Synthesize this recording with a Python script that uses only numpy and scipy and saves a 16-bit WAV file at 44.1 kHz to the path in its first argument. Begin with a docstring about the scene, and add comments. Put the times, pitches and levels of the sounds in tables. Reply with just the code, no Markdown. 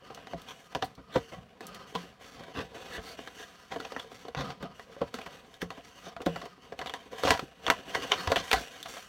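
"""A cardboard toy box is opened and turned over on a table in a small, quiet room.
First, fingers rub and pat the card, flaps clack and edges scrape in tiny slips.
As the handling goes on, firm knocks make the hollow box and the table boom.
From about 7 seconds on, the thin plastic tray inside is dragged out,
catching on the card and snapping loudly before a last soft rub."""
import sys
import numpy as np
from scipy import signal
from scipy.fft import rfft, irfft, next_fast_len
from scipy.io import wavfile

SR = 44100
rng = np.random.default_rng(int(sys.argv[2]) if len(sys.argv) > 2 else 0)


def put_to_file(sound):
    """Save the sound as 16-bit audio at rate SR, in the file named by the first command-line argument."""
    columns = np.atleast_2d(sound).T  # one column per channel
    safe = np.clip(columns, -1, 1)
    whole_steps = np.round(safe * 32767)
    wavfile.write(sys.argv[1], SR, whole_steps.astype(np.int16))


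N = 400428

# borders of the five bands of a tap (thump, body, knock, crack, tick): edge_hz
TAP_EDGES_HZ = [45, 250, 700, 1800, 5500, 16000]
# borders of the four bands of rubbing (rumble, body, rasp, fizz): edge_hz
RUB_EDGES_HZ = [20, 250, 1300, 5500, 20000]
# dull tone of a knock or a finger pat, one value per tap band: level_db
KNOCK_TONE_DB = [-10, 2.5, -5.5, -16, -31.5]


def amp(db):
    """Turns decibels into a gain."""
    return 10 ** (np.asarray(db) / 20)


def unit_level(x):
    """Scales a sound to an average (rms) level of 1."""
    return x / np.sqrt(np.mean(x ** 2) + 1e-20)


def curve(points, hz):
    """Joins (frequency, value) points into a curve and reads it at hz."""
    point_hz, value = np.transpose(points)
    return np.interp(np.log(hz + 1), np.log(point_hz), value)


def frequencies(x):
    """The frequencies in the spectrum of x."""
    return np.fft.rfftfreq(len(x), 1 / SR)


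def add(mix, start_s, sound):
    """Mixes a sound in at start_s."""
    part = mix[max(round(start_s * SR), 0):][:len(sound)]
    part += sound[:len(part)]


def filtered(x, gain_db):
    """Turns each frequency up or down while keeping sudden starts sharp."""
    cepstrum = irfft(np.log(amp(gain_db)), len(x))
    # folding this onto its first half makes the filter ring only after a hit
    cepstrum[1:len(x) // 2] *= 2
    cepstrum[len(x) // 2 + 1:] = 0
    return irfft(rfft(x) * np.exp(rfft(cepstrum)), len(x))


def wander(hz, size=4096):
    """A smooth random wobble, mostly slower than hz."""
    rates = np.arange(size // 2 + 1) * SR / N
    slow = irfft(rfft(rng.standard_normal(size)) / (1 + (rates / hz) ** 4))
    return unit_level(np.interp(np.linspace(0, size - 1, N), np.arange(size), slow))


def band_centres(edges_hz):
    """The middle pitch of each band."""
    edges = np.array(edges_hz)
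    return np.sqrt(edges[1:] * edges[:-1])


def tilted(tone_db, edges_hz, level_db, brightness):
    """Band levels of one touch: a harder contact tilts its tone towards the treble."""
    octaves = np.log2(band_centres(edges_hz) / 1000)
    return level_db + np.array(tone_db) + brightness * octaves


def set_band_levels(x, levels_db, first_s, average_s):
    """Filters x so that the energy of its first_s, spread over average_s, nears levels_db."""
    hz, centres = frequencies(x), band_centres(TAP_EDGES_HZ)
    for _ in range(2):
        power = abs(rfft(x[:round(first_s * SR)], len(x))) ** 2 * 2 / (len(x) * average_s * SR)
        have_db = 10 * np.log10(np.histogram(hz, TAP_EDGES_HZ, weights=power)[0] + 1e-20)
        x = filtered(x, curve(np.c_[centres, levels_db - have_db], hz))
    return x


def room_air(level_db=-67):
    """The steady, faint noise of the room."""
    # tone of the still air: frequency_hz, level_db
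    air_tone = [(15, -41), (25, -1), (69, -2), (340, -9), (445, 6), (614, -45), (741, -7), (871, -30),
                (1050, -2.5), (3440, -14.5), (15500, -31.5)]
    noise = rng.standard_normal(N)
    spectrum = rfft(noise) * amp(curve(air_tone, frequencies(noise)))
    return amp(level_db) * unit_level(irfft(spectrum, N))


def box_in_room(size=12288):
    """What all touches share: the tone of the box, and how each band fades in its panels and the room."""
    # overall tone of the card and plastic: frequency_hz, level_db
    material_tone = [(20, -30), (40, -8), (68, 1), (105, -2.5), (145, 2.5), (330, 3.5), (600, -0.5),
                     (880, 0), (2500, -2), (5000, -12), (7500, -12), (10300, -18.5), (11500, -17.5),
                     (16000, -21)]
    # pitches that the box on the table favours: pitch_hz, width_hz, boost_db
    resonances = [(273.5, 31, 5), (491, 177, 8), (679, 61, 9.5), (756, 85, 10), (1047, 152, 6),
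                  (1270, 380, 2), (1556, 290, 2.5), (1678, 82, 1.5), (1940, 630, 1.5), (3070, 610, 5.5),
                  (3605, 460, 6.5), (4390, 670, 6.5), (5820, 1560, 4.5)]
    # time to fade by 60 dB, and the room's share: band_hz, panel_fade_s, room_fade_s, room_db
    damping = [(97, 0.19, 0.16, -14), (296, 0.074, 0.092, -56), (860, 0.037, 0.11, -3.5),
               (2100, 0.038, 0.13, -12.5), (5140, 0.047, 0.15, -10), (11900, 0.0049, 0.086, -5.5)]
    t = np.arange(size) / SR
    hz = frequencies(t)
    peaks_db = sum(db / (1 + (2 * (hz - pitch) / width) ** 4) for pitch, width, db in resonances)
    tone_db = curve(material_tone, hz) + peaks_db
    centres, panel_fade_s, room_fade_s, room_db = np.transpose(damping)
    bands = np.array([curve(np.c_[centres, row], hz) for row in np.eye(len(centres))])
    panel_fades = amp(-60 * t / panel_fade_s[:, None])
    room_fades = amp(room_db[:, None] - 60 * t / room_fade_s[:, None])
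    return t, tone_db, bands, np.hypot(panel_fades, room_fades)


def panel_tone(hz, pitch_hz, boost_db, width=0.19, side_db=6.5, side_width=0.26):
    """The touched panel favours its own pitch, plus four random ones that change with the grip."""
    sides_hz = 1200 * 5 ** rng.random((4, 1))
    side_peaks = side_db / (1 + (2 * (hz - sides_hz) / (side_width * sides_hz)) ** 2)
    main_peak = boost_db / (1 + (2 * (hz - pitch_hz) / (width * pitch_hz)) ** 2)
    return main_peak + side_peaks.max(0)


def touch(box, pitch_hz, boost_db, build_s=0.0, lead_in_s=0.0, click=7.4):
    """One touch at a new spot: the card gives way, clicks, echoes off the table and rings."""
    # notes of the box walls that ring on: pitch_hz, level_db, fade_s (time to fall 60 dB)
    wall_notes = [(168, -53, 0.11), (458, -38, 0.26), (498, -51, 0.11), (634, -50.5, 0.076),
                  (962, -22, 0.12), (1500, -62, 0.053), (1954, -22, 0.12), (4070, -34, 0.079)]
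    t, tone_db, bands, fades = box
    echoes_per_s, thicken_s, give_s = 2500, 0.004, 0.00095
    density = np.minimum(echoes_per_s / SR * (1 + (t / thicken_s) ** 2), 1)  # echoes merge into noise
    echoes = rng.standard_normal(len(t)) * (rng.random(len(t)) < density) / np.sqrt(density)
    ring = (irfft(rfft(echoes) * bands) * fades).sum(0)
    direct = click * np.exp(-build_s / give_s)  # a slow contact has a weaker click
    ring[0] += direct
    table_delay_s = rng.uniform(0.0003, 0.0009)
    ring[round(table_delay_s * SR)] += 0.98 * direct
    for hz, db, fade_s in wall_notes:
        loudness = amp(db + 2.5 * rng.standard_normal() - 60 * t / fade_s)
        ring += loudness * np.sin(2 * np.pi * hz * rng.uniform(1.0, 1.01) * t)
    crush = np.r_[np.zeros(round(lead_in_s * SR)), np.linspace(0, 1, max(round(build_s * SR), 1))]
    lead_in = 0.14 * np.linspace(0, 1, len(crush))
    noise = rng.standard_normal(len(t))[:len(crush)]
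    crackle = (crush ** 2 + lead_in) * noise * abs(noise)  # spiky, and grows up to the hit
    contact = np.r_[crackle, ring][:len(t)]
    return filtered(contact, tone_db + panel_tone(frequencies(t), pitch_hz, boost_db))


def sliding_effort(attack_s=0.028, release_s=0.053, grip_db=-63.5, grip_brightness=-2.24):
    """Strength of rubbing in each band: strokes speed up, hold and fade over the creep of the grip."""
    # hand strokes, and from 7 s on tray pulls: start_s, length_s, level_db, brightness_db_per_octave
    strokes = [(0.023, 0.19, -55.5, -1), (0.254, 0.25, -55, -0.3), (0.473, 0.19, -64, 2.8),
               (0.705, 0.15, -60.5, .8), (1.067, 0.081, -57, -2.5), (1.18, 0.16, -57.5, 1.5),
               (1.358, 0.034, -59, -5.5), (1.609, 0.23, -51, -1.5), (1.857, 0.11, -59, 2),
               (1.956, 0.061, -48, .5), (2.09, 0.023, -63, -3), (2.192, 0.13, -55.5, 1.2),
               (2.337, 0.34, -51.5, -0.95), (2.724, .24, -50, 0), (3.003, 0.13, -53.5, 1),
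               (3.153, 0.15, -55, 0.7), (3.33, 0.097, -53.5, 2), (3.46, 0.28, -58.5, 1),
               (3.714, 0.31, -53, 0.5), (4.098, 0.13, -58.5, 1.6), (4.414, 0.069, -44, -2),
               (4.593, 0.065, -48.5, -3), (4.735, 0.092, -62, 2), (4.898, 0.18, -57, 0),
               (5.117, 0.26, -54, 0.2), (5.447, 0.22, -65.5, 2), (5.694, 0.077, -53, -.5),
               (5.81, 0.23, -58, 1.5), (6.02, 0.074, -53.5, -1), (6.26, .18, -51.5, -0.1),
               (6.492, 0.026, -57, -1), (6.598, 0.052, -55, -.5), (6.76, 0.28, -54, 0),
               (7.105, 0.12, -47.5, 0), (7.164, 0.21, -48, 1.7), (7.432, 0.19, -61.5, -0.3),
               (7.617, 0.13, -48, 0), (7.76, 0.29, -55.5, 0), (7.881, 0.52, -43.5, .2),
               (8.42, 0.21, -47.5, 2), (8.61, 0.2, -53, 1.5), (8.862, 0.15, -52, 3)]
    # tone of a stroke, one value per rubbing band: level_db
    stroke_tone_db = [-8.5, 0, -0.54, -11]
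    grip = amp(tilted(stroke_tone_db, RUB_EDGES_HZ, grip_db, grip_brightness))
    power = np.outer(grip ** 2, np.ones(N))
    for start_s, length_s, level_db, brightness in strokes:
        t = np.arange(0, length_s + 5 * release_s, 1 / SR)
        speed = np.minimum(t / attack_s, 1) * np.exp(-np.maximum(t - length_s, 0) / release_s)
        gains = amp(tilted(stroke_tone_db, RUB_EDGES_HZ, level_db, brightness))
        for band, gain in zip(power, gains):
            add(band, start_s, (gain * speed) ** 2)
    return np.sqrt(power)


def rubbing(box, effort, slips_per_s=4200, panels=6, shift_db=11.0, judder_db=1.63, gain_db=-1.0):
    """Tiny slips pass from panel to panel over the smooth hiss of skin on card; the pressure is uneven."""
    spots, weights = [], []
    for pitch_hz in np.geomspace(720, 4400, panels):
        sizes = amp(1.5 * np.minimum(rng.exponential(1, N), 5)) * rng.choice([-1, 1], N)
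        slips = sizes * (rng.random(N) < slips_per_s / panels / SR)
        spots.append(signal.oaconvolve(slips, touch(box, pitch_hz, boost_db=-1.0))[:N])
        weights.append(amp(shift_db * wander(hz=5.4)))
    rasp = (np.array(spots) * weights).sum(0) / np.linalg.norm(weights, axis=0)
    t, tone_db = box[:2]
    card_filter = filtered(signal.unit_impulse(len(t)), tone_db)
    hiss = signal.oaconvolve(rng.standard_normal(N), card_filter)[:N]
    pressure = amp(judder_db * wander(hz=28))
    friction = (unit_level(rasp) + 0.25 * unit_level(hiss)) * pressure
    size = next_fast_len(N, True)
    spectrum, hz = rfft(friction, size), np.fft.rfftfreq(size, 1 / SR)
    out = np.zeros(N)
    for low_hz, high_hz, gain in zip(RUB_EDGES_HZ, RUB_EDGES_HZ[1:], effort):
        band = irfft(spectrum * (hz >= low_hz) * (hz < high_hz), size)[:N]
        out += unit_level(band) * gain
    return amp(gain_db) * out


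def finger_pats(box, effort, pats_per_s=7.0, panels=6, gain_db=-4.5, spread_db=5.5):
    """Fingertips shift their hold and pat the card at random moments, more firmly during a stroke."""
    out = np.zeros(N)
    firmness = effort[1]  # the body band of the rubbing
    for pitch_hz in np.geomspace(380, 1050, panels):
        pat = touch(box, pitch_hz, boost_db=15.5, build_s=0.003)
        pat = set_band_levels(pat, gain_db + np.array(KNOCK_TONE_DB), first_s=0.028, average_s=0.02)
        gaps, sizes = rng.exponential(1, (256, 2)).T
        for start_s, size in zip(np.cumsum(gaps) / (pats_per_s / panels), sizes):
            if start_s < N / SR:
                add(out, start_s, pat * firmness[int(start_s * SR)] * amp(spread_db * min(size, 2)))
    return out


def edge_scuffs(box, slips_per_s=1500, spread_db=3.5):
    """An edge sticks and slips many times within one short swell."""
    # scrapes of card and tray: start_s, length_s, pitch_hz, level_db, brightness_db_per_octave
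    scuffs = [(.472, 0.058, 1160, -51, 1.5), (0.97, 0.036, 530, -56, -5), (0.837, 0.024, 4620, -68.5, 7.5),
              (1.112, 0.091, 450, -49, 0), (1.313, 0.035, 513, -48.5, -3),
              (2.539, 0.098, 2800, -43.5, -2.2), (2.757, 0.033, 2920, -55.5, -2.5),
              (2.913, 0.07, 1910, -46.5, 0.5), (2.969, 0.032, 450, -46, -4), (3.036, .11, 4300, -60, 3.5),
              (3.365, .1, 1800, -55, 0.5), (3.702, 0.051, 776, -47, -1), (4.352, 0.086, 537, -40.5, -2),
              (6.031, 0.076, 5360, -64, 5), (7.229, 0.12, 1040, -40.5, 2.5), (8.016, 0.031, 3020, -43, 0.5),
              (8.166, 0.052, 4350, -44.5, 0), (8.363, 0.054, 650, -44, 1.5), (8.551, 0.041, 1520, -40, -1)]
    # tone of a scrape, one value per tap band: level_db
    scuff_tone_db = [-12, -3.5, 0, -0.5, -12]
    out = np.zeros(N)
    for start_s, length_s, pitch_hz, level_db, brightness in scuffs:
        ring = touch(box, pitch_hz, boost_db=9.0)
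        swell = signal.windows.tukey(round(length_s * SR), 0.6)
        chance, side, size = rng.random((3, len(ring)))[:, :len(swell)]
        strength = amp(-spread_db * np.log(np.maximum(size, 0.05)))
        slips = (chance < slips_per_s / SR) * np.sign(side - 0.5) * strength
        scrape = signal.fftconvolve(slips * swell, ring)[:len(ring)]
        levels_db = tilted(scuff_tone_db, TAP_EDGES_HZ, level_db, brightness)
        add(out, start_s, set_band_levels(scrape, levels_db, length_s, length_s))
    return out


def low_booms(rise_s=0.004):
    """After a firm blow, one low note of the hollow box or the table swells quickly and dies away."""
    # low notes: start_s, pitch_hz, level_db, fade_s (time to fall 60 dB)
    booms = [(0.34, 169, -38, 0.15), (1.158, 125, -29, 0.12), (1.955, 176.3, -35, 0.3),
             (2.58, 90, -34, 0.15), (4.368, 141, -30.5, 0.25), (4.63, 180, -32.5, 0.17),
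             (5.142, 242, -29.5, 0.08), (5.624, 176, -34, 0.26), (6.268, 169.5, -27, 0.3),
             (7.239, 79, -35, 0.31), (8.275, 85.4, -22.5, 0.12), (8.532, 55, -31.5, 0.27)]
    out, t = np.zeros(N), np.arange(SR // 2) / SR
    for start_s, pitch_hz, level_db, fade_s in booms:
        loudness = (1 - np.exp(-t / rise_s)) * amp(level_db - 60 * t / fade_s)
        add(out, start_s, loudness * np.sin(2 * np.pi * pitch_hz * t))
    return out


def taps(box, events, tone_db, boost_db, click):
    """Blows of one kind: the card or plastic gives way and rings."""
    out = np.zeros(N)
    for start_s, build_s, pitch_hz, level_db, brightness in events:
        lead_in_s = 3 * build_s  # a faint crackle swells just before each hit
        contact = touch(box, pitch_hz, boost_db, build_s, lead_in_s, click)
        levels_db = tilted(tone_db, TAP_EDGES_HZ, level_db, brightness)
        tap = set_band_levels(contact, levels_db, first_s=lead_in_s + 0.028, average_s=0.02)
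        add(out, start_s - lead_in_s, tap)
    return out


def box_knocks(box):
    """Knocks on the hollow box make its panels ring low and dull."""
    # knocks: start_s, build_s, pitch_hz, level_db, brightness_db_per_octave
    knocks = [(.331, .0042, 660, -37.5, 0), (.755, 0.0019, 554, -37.5, -1), (1.1554, .0025, 519, -26, -0.8),
              (1.16, 0.00018, 495, -31, 3), (1.607, .0003, 420, -43, 4), (3.757, 0.0058, 470, -36.5, 1),
              (3.9194, 0.002, 460, -40, 3.5), (4.1165, 0.00088, 445, -48, 3), (4.25, .0025, 465, -45, 2),
              (4.281, 0.0038, 473, -41.5, 2.5), (4.624, 0.0051, 527, -40.5, 3.5),
              (5.014, .0035, 567, -30.5, -0.9), (5.1408, 0.00069, 454, -37.5, 5.5),
              (5.626, 0.00044, 477, -41, -2), (6.2025, 0.0043, 466, -42.5, 0.5),
              (6.215, 0.0054, 420, -43.5, 5), (6.264, 0.0021, 508, -27.5, -.5),
              (6.454, 0.0028, 486, -43, 4), (6.722, 0.0015, 570, -41, 1.5), (7.234, 0.0025, 534, -27.5, 3),
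              (7.25, 0.0021, 680, -28.5, 1), (7.421, 0.0075, 395, -50.5, -5),
              (8.3159, 0.0037, 570, -23, 3.5)]
    return taps(box, knocks, KNOCK_TONE_DB, boost_db=7.0, click=7.1)


def flap_clacks(box):
    """Flaps and edges tap or catch on the card with a dry clack."""
    # clacks: start_s, build_s, pitch_hz, level_db, brightness_db_per_octave
    clacks = [(.1, .0035, 755, -47, -2.5), (0.174, .0016, 684, -49, -1.5), (0.269, .0025, 440, -48, 0.5),
              (.72, .0035, 720, -52, 0), (0.7496, .0003, 1030, -33, 0.5), (0.8227, .0016, 750, -29.5, -0.5),
              (1.9505, 0.0024, 1050, -32, -0.3), (2.208, 0.0039, 746, -56, -1.5),
              (2.434, 0.0031, 428, -52.5, 1), (3.188, .0046, 680, -46.5, -0.5),
              (3.2745, .0002, 1640, -44.5, 1), (3.7168, .0055, 786, -39, -1), (3.8, .0039, 1370, -42, 1),
              (3.845, .0073, 760, -42.5, 2), (3.9639, 0.00046, 1780, -36.5, -1),
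              (4.3486, .0002, 490, -38, 0), (4.406, .0025, 780, -44, 2.5), (4.5028, .0014, 770, -43.5, 1),
              (4.7949, .0015, 1890, -46.5, 0), (5.184, .0048, 676, -44, -.5),
              (5.2625, .0005, 1000, -43.5, 0), (5.6158, .0031, 1840, -39, 3),
              (5.7043, .0002, 746, -41, 0.3), (6.1649, 0.00017, 676, -42.5, -2),
              (6.3603, .0004, 1340, -38, -1), (6.415, 0.001, 1080, -44.5, 1),
              (6.7908, .0005, 700, -38.5, 0.5), (6.812, .0046, 660, -38, -0.5),
              (6.86, .0004, 670, -40.5, 0.5), (6.938, .0003, 1060, -38, 1.7),
              (7.271, .0029, 725, -27.5, -1.5), (7.279, .0017, 550, -27, -1.5),
              (7.3057, 0.001, 1010, -21.5, -0.7), (7.338, .0028, 675, -33.5, 0.5),
              (7.373, 0.002, 1430, -44, 1.5), (7.3934, .0005, 1320, -35.5, .5),
              (7.6785, .0017, 1120, -29.5, -0.5), (7.701, .0002, 1050, -21, 1.5),
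              (7.9478, 0.0023, 2000, -29, 1.5), (8.272, .0031, 960, -31, 0.5),
              (8.365, .0028, 690, -29, -1.5), (8.529, .002, 730, -22, 1.94), (8.857, .0021, 696, -41.5, 1),
              (8.9604, 0.012, 716, -45, 0)]
    # tone of a clack, one value per tap band: level_db
    clack_tone_db = [-16, -5.5, -1, -6.5, -20]
    return taps(box, clacks, clack_tone_db, boost_db=8.5, click=8.6)


def plastic_snaps(box):
    """Thin plastic gives way with a bright crack."""
    # snaps: start_s, build_s, pitch_hz, level_db, brightness_db_per_octave
    snaps = [(.1472, 0.00016, 2960, -67.5, 9), (0.418, 0.00035, 3470, -71.5, 8),
             (.9515, 0.00074, 4370, -75, 7.5), (1.668, 0.00033, 700, -80.5, 14.5),
             (1.746, 0.00036, 460, -63, 7), (2.5884, 0.0028, 2950, -39, -2), (3.993, 0.0063, 3400, -41, 0),
             (5.212, 0.0047, 2520, -47, 0), (5.5405, 0.00099, 3720, -60, 3),
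             (6.2602, .0026, 425, -45.5, 3.5), (6.87, .0017, 3500, -42.5, 0),
             (6.896, 0.00021, 3340, -39.5, -1), (7.3062, 0.00022, 2330, -35, 5),
             (7.6656, 0.00015, 2900, -31, 0), (8.1172, .0024, 3030, -23, 0.36),
             (8.134, 0.0016, 2360, -34.5, -0.5), (8.359, 0.0011, 3100, -26.5, -0.6),
             (8.5128, 0.0023, 2380, -27, 0.5), (8.8286, 0.00025, 3750, -52.5, 5.5)]
    # tone of a snap, one value per tap band: level_db
    snap_tone_db = [-40.5, -9, -5, -1, -16.5]
    return taps(box, snaps, snap_tone_db, boost_db=9.5, click=10.0)


def scene():
    """Mixes the handling sounds and the room's air into one channel."""
    box, effort = box_in_room(), sliding_effort()
    blows = box_knocks(box) + flap_clacks(box) + plastic_snaps(box)
    friction = edge_scuffs(box) + rubbing(box, effort) + finger_pats(box, effort)
    return (blows + low_booms() + friction + room_air())[None]


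def record(dry, cutoff_hz=16000):
    """Removes the very highest treble."""
    lowpass = signal.firwin(511, cutoff_hz, window=("kaiser", 9), fs=SR)
    return signal.oaconvolve(dry, lowpass[None], "same")


dry = scene()
out = record(dry)
put_to_file(out)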